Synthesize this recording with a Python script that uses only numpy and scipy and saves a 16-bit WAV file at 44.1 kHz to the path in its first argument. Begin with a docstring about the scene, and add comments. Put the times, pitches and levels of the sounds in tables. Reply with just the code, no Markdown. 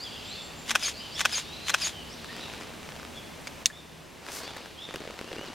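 """Distant water rushes in a wooded valley, a far train drones faintly, and birds call throughout.
Close by, a reflex camera takes three pictures: each time the mirror swings up, the shutter slams
and a motor winds on. Then gear knocks as it is handled and a jacket rustles. A button clicks and
a latch snaps shut, so loudly that the recorder turns itself down. Last, a sleeve swishes amid
more rustling and knocking."""
import sys
import numpy as np
from scipy import signal
from scipy.fft import rfft, irfft, next_fast_len
from scipy.io import wavfile
from scipy.ndimage import uniform_filter1d

SR = 44100
rng = np.random.default_rng(int(sys.argv[2]) if len(sys.argv) > 2 else 0)


def bounce(signal):
    """Save signal as a 16-bit WAV file at the path given by the first command-line argument."""
    frames = np.transpose(np.atleast_2d(signal))
    limited = np.clip(frames, -1, 1)
    pcm = np.round(limited * 32767).astype(np.int16)
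    wavfile.write(sys.argv[1], SR, pcm)


N = 244297
TIME = np.arange(N) / SR
BLOW = TIME[:SR // 8]   # seconds since a blow

# How alike the two ears hear far and near sounds. Each row: frequency in Hz, likeness (1 = the same).
FAR = [(30, 0.93), (120, 0.64), (250, 0.34), (600, 0.42), (2000, 0.81), (5000, 1), (9000, 0.44),
       (15000, 0.11)]
NEAR = [(300, 1), (2000, 1), (4500, 0.97), (8000, 0.64), (14000, 0.13)]
# Tone of rattling springs and blades. Each row: frequency in Hz, level in dB.
RATTLE_TONE = [(240, -55), (400, -20.5), (879, -5.5), (1420, -8), (1650, 0), (2250, -4.5), (3020, -4.5),
               (3810, -6), (4650, -15), (5690, -5.5), (7400, -12.5), (14400, -24.5), (16000, -38.5)]
# Tone of camera parts grinding together. Each row: frequency in Hz, level in dB.
GRIND_TONE = [(350, -46), (600, -17), (2870, -4.5), (3480, 0), (4280, -8), (5120, -4), (5870, -10.5),
              (6550, -4), (8270, -16), (9110, -11), (14500, -27), (16000, -33.5)]
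# Tone of a dry crack in gear or cloth. Each row: frequency in Hz, level in dB.
CRACK_TONE = [(250, -11), (700, -1.5), (1700, 1.5), (3500, -5), (6000, -11), (9000, -18), (15000, -35)]
# Movements in the jacket. Each row: start and length in seconds, then rubbing, pop and crack levels in dB.
MOVES = [(2.37, .25, -47, -32, -34.5), (2.86, .19, -56, -36, -35), (4.29, .26, -40.5, -26.5, -33),
         (4.91, .63, -46, -23, -32.5)]
MOVE_ATTACK_S, MOVE_RELEASE_S = .5, .62


def from_db(db):
    """Turn decibels into a number to multiply a sound by."""
    return 10 ** (np.asarray(db) / 20)


def rms_one(x):
    """Scale a sound so that its average power is 1."""
    return x / np.sqrt(np.mean(x ** 2) + 1e-20)


def at_hz(points, hz):
    """Read between the rows of a frequency table, giving each octave equal room."""
    known_hz, value = np.transpose(points)
    return np.interp(np.log(hz + 1e-3), np.log(known_hz), value)


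def add(out, sound, s):
    """Mix a sound in, starting at s seconds."""
    at = int(np.clip(round(s * SR), 0, N - 1))
    out[..., at:at + sound.shape[-1]] += sound[..., :N - at]


def envelope(t, start, hold, attack, release, db):
    """A level that climbs 60 dB in `attack` seconds up to the start, holds, then falls 60 dB in `release`."""
    away = np.maximum(start - t, 0) / attack + np.maximum(t - start - hold, 0) / release
    return from_db(db - 60 * np.minimum(away, 3))


def drift(rate_hz, size=N):
    """A smooth random wander, about 1 in size; a higher rate wanders faster."""
    step = max(int(SR / rate_hz / 12), 1)
    memory = np.exp(-2 * np.pi * rate_hz * step / SR)
    white = rng.standard_normal(size // step + 42)
    slow = signal.lfilter([1], [1, -2 * memory, memory * memory], white)[40:]
    return np.interp(np.arange(size) / step, np.arange(len(slow)), rms_one(slow))


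def colour(pair, tone, likeness):
    """Give two unrelated noises a tone and blend them into left and right, at power 1."""
    length = pair.shape[-1]
    size = next_fast_len(length)
    hz = np.fft.rfftfreq(size, 1 / SR)
    mid, side = rfft(pair, size) * from_db(at_hz(tone, hz))
    alike = np.clip(at_hz(likeness, hz), -1, 1)
    left_right = np.sqrt(1 + alike) * mid + np.sqrt(1 - alike) * side * [[1], [-1]]
    return rms_one(irfft(left_right, size)[:, :length])


def noise(tone, likeness, size=N):
    """Smooth stereo noise with the given tone."""
    return colour(rng.standard_normal((2, size)), tone, likeness)


def grains(per_s, spread_db, size=N):
    """Friction: tiny slips of uneven size at random moments, in two unrelated streams."""
    out = np.zeros(2 * size)
    count = max(int(2 * per_s * size / SR), 1)
    when, heft, side = rng.random(size=(count, 3)).T
    out[(when * len(out)).astype(int)] = np.sign(side - .5) * from_db(-spread_db * np.log(heft + .05))
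    return out.reshape(2, size)


def water_and_train(water_db=-44):
    """Distant water rushes steadily under the wavering drone of a far train."""
    # Tone of the water. Each row: frequency in Hz, level in dB.
    water_tone = [(13, -35), (22, -9), (50, -5), (74, 1.5), (115, -1.5), (242, 0), (319, -2), (602, -4),
                  (1100, -7.5), (1380, -10), (2450, -10), (2740, -10), (4260, -15), (5770, -17),
                  (13200, -25), (16000, -30.5)]
    # The train's low notes. Each row: pitch in Hz, level in dB.
    train_notes = [(67, -67), (159, -60.5), (232, -59.5)]
    train = sum(from_db(db) * drift(2.9) * np.sqrt(2) * np.sin(2 * np.pi * hz * TIME)
                for hz, db in train_notes)
    return from_db(water_db) * noise(water_tone, FAR) + train


def call(length, hz, glide, rough, droop=.035, third_db=-15, fourth_db=-22):
    """One hoarse, gliding whistle that droops at both ends; its second harmonic carries the pitch."""
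    along = np.linspace(-1, 1, max(int(length * SR), 64))
    arch = 1 - droop * along ** 2
    pitch = hz * 2 ** (glide * along / 2) * arch * (1 + rough * drift(450, len(along)))
    phase = np.pi * np.cumsum(pitch) / SR   # turns at half the pitch
    voice = np.sin(2 * phase) + from_db(third_db) * np.sin(3 * phase)
    voice += from_db(fourth_db) * np.sin(4 * phase) * (pitch < 4000)
    flutter = from_db(3 * drift(120, len(along)))
    return rms_one(voice * flutter) * np.abs(np.cos(np.pi * along / 2)) ** .43


def valley(sound, echo_db, fade_s=.8):
    """Wooded slopes add a blurred echo that dies away by 60 dB in fade_s."""
    t = TIME[:SR]
    echo = noise([(20, 0), (20000, 0)], FAR, SR) * from_db(-60 * t / fade_s) * (1 - np.exp(-t / .02))
    echo /= np.sqrt(np.sum(echo ** 2) / 2)
    return sound + from_db(echo_db) * signal.oaconvolve(sound[None], echo, axes=1)[:, :N]


def birds(thin_hz=7520, thin_db=-53):
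    """Nearer birds call one by one, and the valley echoes them."""
    # Each row: start and length in seconds, middle pitch in Hz, glide in octaves, level in dB.
    bird_calls = [(0, .056, 4740, .12, -40), (.041, .044, 3370, -.19, -39.5), (.124, .046, 3370, .05, -44),
                  (.252, .12, 3980, .5, -44), (.345, .089, 3550, .03, -44), (.94, .086, 4700, .25, -45),
                  (.984, .11, 3080, 0, -45), (1.122, .055, 5270, .4, -44), (1.15, .062, 3520, .05, -39),
                  (1.437, .2, 3900, .25, -47), (1.632, .096, 4150, 0, -41.5), (1.92, .12, 3060, -.15, -46),
                  (2.078, .079, 5300, .45, -51), (2.28, .04, 1830, .1, -45), (2.398, .064, 3920, 0, -45.5),
                  (3.141, .075, 3420, -.08, -46.5), (3.726, .088, 3590, .07, -45.5),
                  (4.415, .067, 4600, .19, -45), (4.45, .06, 3490, .04, -44), (4.777, .097, 3530, .24, -39),
                  (5.256, .087, 2820, 0, -48), (5.36, .096, 2900, .18, -44), (5.462, .03, 4450, -.45, -45)]
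    calls = np.zeros(N)
    for s, length, hz, glide, db in bird_calls:
        add(calls, from_db(db) * call(length, hz, glide, rough=.028), s)
    for k in range(3):   # a small bird repeats one thin note, a little lower each time
        note = call(length=.09, hz=thin_hz - 130 * k, glide=0, rough=.009, droop=.025, third_db=-40)
        add(calls, from_db(thin_db) * note, s=.25 + .158 * k)
    return valley(calls, echo_db=-4.5)


def flock(lowest_hz=2620, octaves=.9, count=330):
    """Far birds overlap into a blur of echoes that swells with each bout of chatter."""
    # Each row: start in seconds, length in seconds, level in dB.
    bouts = [(0, .36, -45.7), (1, .7, -48), (2.3, .15, -47.7), (4.5, .12, -49), (4.95, .55, -54)]
    calls = np.zeros(N)
    for k, (late, pitch, slope) in enumerate(rng.random(size=(count, 3))):
        note = call(length=.06, hz=lowest_hz * 2 ** (octaves * pitch), glide=.4 * slope, rough=.06)
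        add(calls, note, (k + late) / count * N / SR)
    swell = sum(envelope(TIME, s, length, attack=1.3, release=1.5, db=db) for s, length, db in bouts)
    return rms_one(valley(calls, echo_db=8)) * swell


def ringing(notes, sense, top_hz=10000):
    """A struck body rings at its own notes; a negative sense makes neighbouring notes swing opposite ways."""
    swing = sum(sense ** k * from_db(db - 60 * BLOW / fade_s) * np.sin(2 * np.pi * hz * BLOW)
                for k, (hz, db, fade_s) in enumerate(notes))
    # a small body gives off little below its lowest note; a blow takes time, which dulls the treble
    band_hz = [.8 * notes[0][0], top_hz]
    return signal.sosfilt(signal.butter(3, band_hz, "band", fs=SR, output="sos"), swing)


def strike(contacts, ring, tone, rattle_s, tail_db, tail_s, start=0):
    """Each contact rings the body and shakes loose parts; ground and bushes scatter a faint tail."""
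    out = np.zeros((2, N))
    dying = from_db(-60 * BLOW / rattle_s) + from_db(tail_db - 60 * BLOW / tail_s)
    for s, ring_db, rattle_db, direction in contacts:
        rattle = noise(tone, NEAR, len(BLOW)) * dying
        add(out, np.sign(direction) * from_db(ring_db) * ring + from_db(rattle_db) * rattle, start + s)
    return out


def camera(lead_s=.12):
    """The mirror swings up and lands, the shutter slams, the motor winds on; every shot has the same blows."""
    # The pictures. Each row: shutter time in seconds, level of the blows in dB.
    shots = [(.7526, -1), (1.252, -1), (1.7408, -1.5)]
    # Blows in one shot. Each row: seconds after the shutter, ring in dB, rattle in dB, direction (1 or -1).
    contacts = [(-.073, -36.5, -37, 1), (-.0575, -29.5, -24.5, 1), (-.0525, -27.5, -40, -1),
                (-.0455, -13, -20.5, 1), (-.0400, -11.5, -18, -1), (-.0048, -18, -34, 1), (0, 0, -17, 1),
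                (.00436, 4, -17, -1), (.043, -36, -34, 1), (.073, -18, -33, 1), (.129, -17, -29, 1)]
    # Notes of the camera body. Each row: pitch in Hz, level in dB, seconds to fade by 60 dB.
    body_notes = [(500, -33, 0.02), (750, -30, 0.014), (1070, -18.5, 0.0088), (1470, -13, .014),
                  (1690, -18.5, .014), (2540, -18, 0.023), (3230, -25, 0.015), (3600, -37.5, 0.0092),
                  (5160, -24.5, 0.014), (6500, -35, .009)]
    out = np.zeros((2, N))
    ring = ringing(body_notes, sense=-.99)
    blows = strike(contacts, ring, RATTLE_TONE, rattle_s=.023, tail_db=-18, tail_s=.12, start=lead_s)
    mirror_swing = envelope(BLOW - lead_s, start=-.058, hold=.017, attack=.12, release=.07, db=-34.5)
    for s, db in shots:
        friction = colour(grains(per_s=4000, spread_db=4, size=len(BLOW)), GRIND_TONE, NEAR)
        add(out, friction * mirror_swing, s - lead_s)
        add(out, from_db(db) * blows[:, :SR // 2], s - lead_s)
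        add(out, motor(), s)
    return out


def motor(whine_hz=5130, gear_ratio=1.49, sag=.16, cocked_s=.113):
    """Two pairs of gears whine and their teeth grind; cocking the spring drags the pitch down."""
    t = TIME[:SR // 4]
    load_width_s = np.where(t < cocked_s, .018, .03)   # the load builds faster than it lets go
    load = np.exp(-((t - cocked_s) / load_width_s) ** 2)
    pitch = whine_hz * (1 - sag * load) * (1 + .021 * drift(400, len(t)))
    phase = 2 * np.pi * np.cumsum(pitch) / SR
    low = np.sin(phase) + from_db(-11) * np.sin(phase / 2) + from_db(-16) * np.sin(2 * phase)
    low *= envelope(t, start=.08, hold=.018, attack=.04, release=.11, db=-31.5)
    high = np.sin(gear_ratio * phase)
    high *= envelope(t, start=.104, hold=.021, attack=.02, release=.075, db=-30)
    teeth = colour(grains(per_s=5000, spread_db=4.6, size=len(t)), GRIND_TONE, NEAR)
    teeth *= envelope(t, start=.087, hold=.056, attack=.23, release=.12, db=-32.6)
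    return np.sqrt(2) * (low + high) + teeth


def thud(hz, cycles=4.6):
    """A swing that dies away by 60 dB in the given number of cycles."""
    t = BLOW[:SR // 25]
    return np.sin(2 * np.pi * hz * t) * from_db(-60 * t * hz / cycles) * (1 - np.exp(-4 * t * hz))


def pop(hz, snap_db=-5, snap_ratio=3.13):
    """A dull thud with a briefer, higher snap on top."""
    return thud(hz) + from_db(snap_db) * thud(snap_ratio * hz)


def crack(fade_s):
    """A dry burst of noise that dies away by 60 dB in fade_s."""
    t = BLOW[:SR // 25]
    return noise(CRACK_TONE, NEAR, len(t)) * from_db(-60 * t / fade_s)


def handling(low_hz=330, high_hz=720, clack_hz=1740, clack_s=.02):
    """Handled gear knocks with a pop and a crack; twice a loose part clacks and bounces."""
    # Each row: start in seconds, pop level in dB, crack level in dB.
    knocks = [(2.245, -49, -28.5), (2.5368, -28, -31), (2.89, -38, -34), (4.2651, -39, -26),
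              (4.2865, -30, -25), (4.5703, -28, -26), (4.6588, -22, -28), (4.9403, -25, -24),
              (4.9461, -16, -27), (4.9593, -23, -19.5), (5.053, -20, -33), (5.0758, -18, -29),
              (5.101, -19, -35), (5.19, -23, -25), (5.213, -21, -30), (5.3185, -21, -35), (5.335, -19, -32),
              (5.4125, -19.5, -37)]
    # Each row: start in seconds, level in dB.
    clacks = [(3.701, -29), (3.7068, -31), (4.563, -29), (4.567, -29)]
    out = np.zeros((2, N))
    for (s, pop_db, crack_db), pitch in zip(knocks, rng.random(len(knocks))):
        hz = low_hz * (high_hz / low_hz) ** pitch
        add(out, from_db(pop_db) * pop(hz) + from_db(crack_db) * crack(fade_s=.008), s)
    for s, db in clacks:
        add(out, from_db(db) * thud(clack_hz, cycles=clack_hz * clack_s), s)
    return out


def folds(low_hz=280, high_hz=1150, gap_s=.021, spread_db=3.5, pan_db=2.5, count=280):
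    """While the jacket moves, its folds buckle one after another, each with a pop and a small crack."""
    out = np.zeros((2, N))
    wait, pitch = rng.random(size=(count, 2)).T
    size, side = rng.standard_normal((count, 2)).T
    times = MOVES[0][0] - MOVE_ATTACK_S + np.cumsum(gap_s * (.25 + 1.5 * wait))
    sizes = from_db(spread_db * np.minimum(size, 1.5))
    hz = low_hz * (high_hz / low_hz) ** pitch
    pops = sum(envelope(times, s, hold, MOVE_ATTACK_S, MOVE_RELEASE_S, db) for s, hold, _, db, _ in MOVES)
    cracks = sum(envelope(times, s, hold, MOVE_ATTACK_S, MOVE_RELEASE_S, db) for s, hold, *_, db in MOVES)
    for k in np.flatnonzero(times < TIME[-1]):
        fold = pops[k] * pop(hz[k]) + cracks[k] * crack(fade_s=.007)
        left_right = from_db(pan_db * side[k] * np.array([[.5], [-.5]]))
        add(out, sizes[k] * fold * left_right, times[k])
    return out


def rubbing():
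    """Fabric catches on fabric in gritty clumps during each movement."""
    # Tone of rubbed cloth. Each row: frequency in Hz, level in dB.
    cloth_tone = [(120, -23), (350, -1.5), (1000, -4), (2500, -8), (5000, -12), (8000, -20.5), (15000, -36)]
    effort = sum(envelope(TIME, s, hold, MOVE_ATTACK_S, MOVE_RELEASE_S, db) for s, hold, db, *_ in MOVES)
    clumps = from_db(2.6 * drift(90))
    return colour(grains(per_s=3500, spread_db=3.7), cloth_tone, NEAR) * clumps * effort


def button():
    """A light press makes a button click and ring."""
    # Each row: start in seconds, ring in dB, rattle in dB, direction of the blow.
    contacts = [(3.4714, 2.5, -33, 1), (3.4757, 2.5, -33.5, 1), (3.48, -14, -46, 1)]
    # Each row: pitch in Hz, level in dB, seconds to fade by 60 dB.
    button_notes = [(1500, -40, 0.011), (2243, -31.5, .03), (3440, -41, .02), (4800, -31, 0.011),
                    (6550, -41.5, .03), (6830, -44, .03)]
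    ring = ringing(button_notes, sense=.97)
    return strike(contacts, ring, RATTLE_TONE, rattle_s=.017, tail_db=-28, tail_s=.08)


def latch():
    """A latch snaps shut in a quick cluster of blows, ringing and rattling."""
    # Each row: start in seconds, ring in dB, rattle in dB, direction of the blow.
    contacts = [(3.65788, 4.5, -19, 1), (3.65824, 7.5, -19, 1), (3.6593, -3, -13.5, 1),
                (3.6625, -22, -23, -1), (3.6652, -22, -22, 1)]
    # Each row: pitch in Hz, level in dB, seconds to fade by 60 dB.
    latch_notes = [(2050, -28, 0.011), (2900, -29, 0.0116), (3770, -12, 0.0073), (5210, -14.5, 0.011),
                   (5800, -9.5, 0.0043), (6250, -11, 0.008), (8000, -16.5, 0.0032), (13800, -42, .008)]
    # Tone of its rattle. Each row: frequency in Hz, level in dB.
    latch_tone = [(530, -53), (900, -28), (1700, -15), (2020, -10), (3110, -18), (3640, -1), (5750, -12.5),
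                  (6640, -4), (7310, -5), (13800, -22.5), (16000, -28)]
    ring = ringing(latch_notes, sense=.91)
    return strike(contacts, ring, latch_tone, rattle_s=.023, tail_db=-28, tail_s=.22)


def sleeve():
    """A sleeve slides once with a bright, grainy swish."""
    # Each row: frequency in Hz, level in dB.
    swish_tone = [(710, -32.5), (1200, -4), (3620, -10), (4800, 1), (9210, -4), (11100, -7), (13900, -7),
                  (16000, -15)]
    unevenness = from_db(1.8 * drift(110))
    slide = envelope(TIME, start=4.33, hold=.05, attack=.22, release=.3, db=-36.5)
    return colour(grains(per_s=7000, spread_db=3.42), swish_tone, FAR) * unevenness * slide


def scene():
    """Near things sit a touch to the left, with the valley all around."""
    near = camera() + button() + latch() + handling() + folds() + rubbing() + sleeve()
    lean_left = from_db([[.58], [-.58]])
    return near * lean_left + birds() + flock() + water_and_train()


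def record(dry, threshold_db=-10, recover_db_per_s=.5, look_ahead_s=.024, cutoff_hz=16800):
    """The recorder turns down just before the snap and recovers slowly; it rounds peaks and cuts the top."""
    power = uniform_filter1d(np.mean(dry ** 2, axis=0), size=90)
    over_db = np.maximum(10 * np.log10(np.abs(power) + 1e-12) - threshold_db, 0)
    held_db = np.maximum.accumulate(over_db + recover_db_per_s * TIME) - recover_db_per_s * TIME
    cut_db = uniform_filter1d(np.interp(TIME + look_ahead_s, TIME, held_db), size=600)
    ducked = dry * from_db(-cut_db)
    rounded = ducked / (1 + (ducked / .92) ** 8) ** (1 / 8)
    return signal.sosfilt(signal.cheby2(16, 70, cutoff_hz, fs=SR, output="sos"), rounded)


dry = scene()
out = record(dry)
bounce(out)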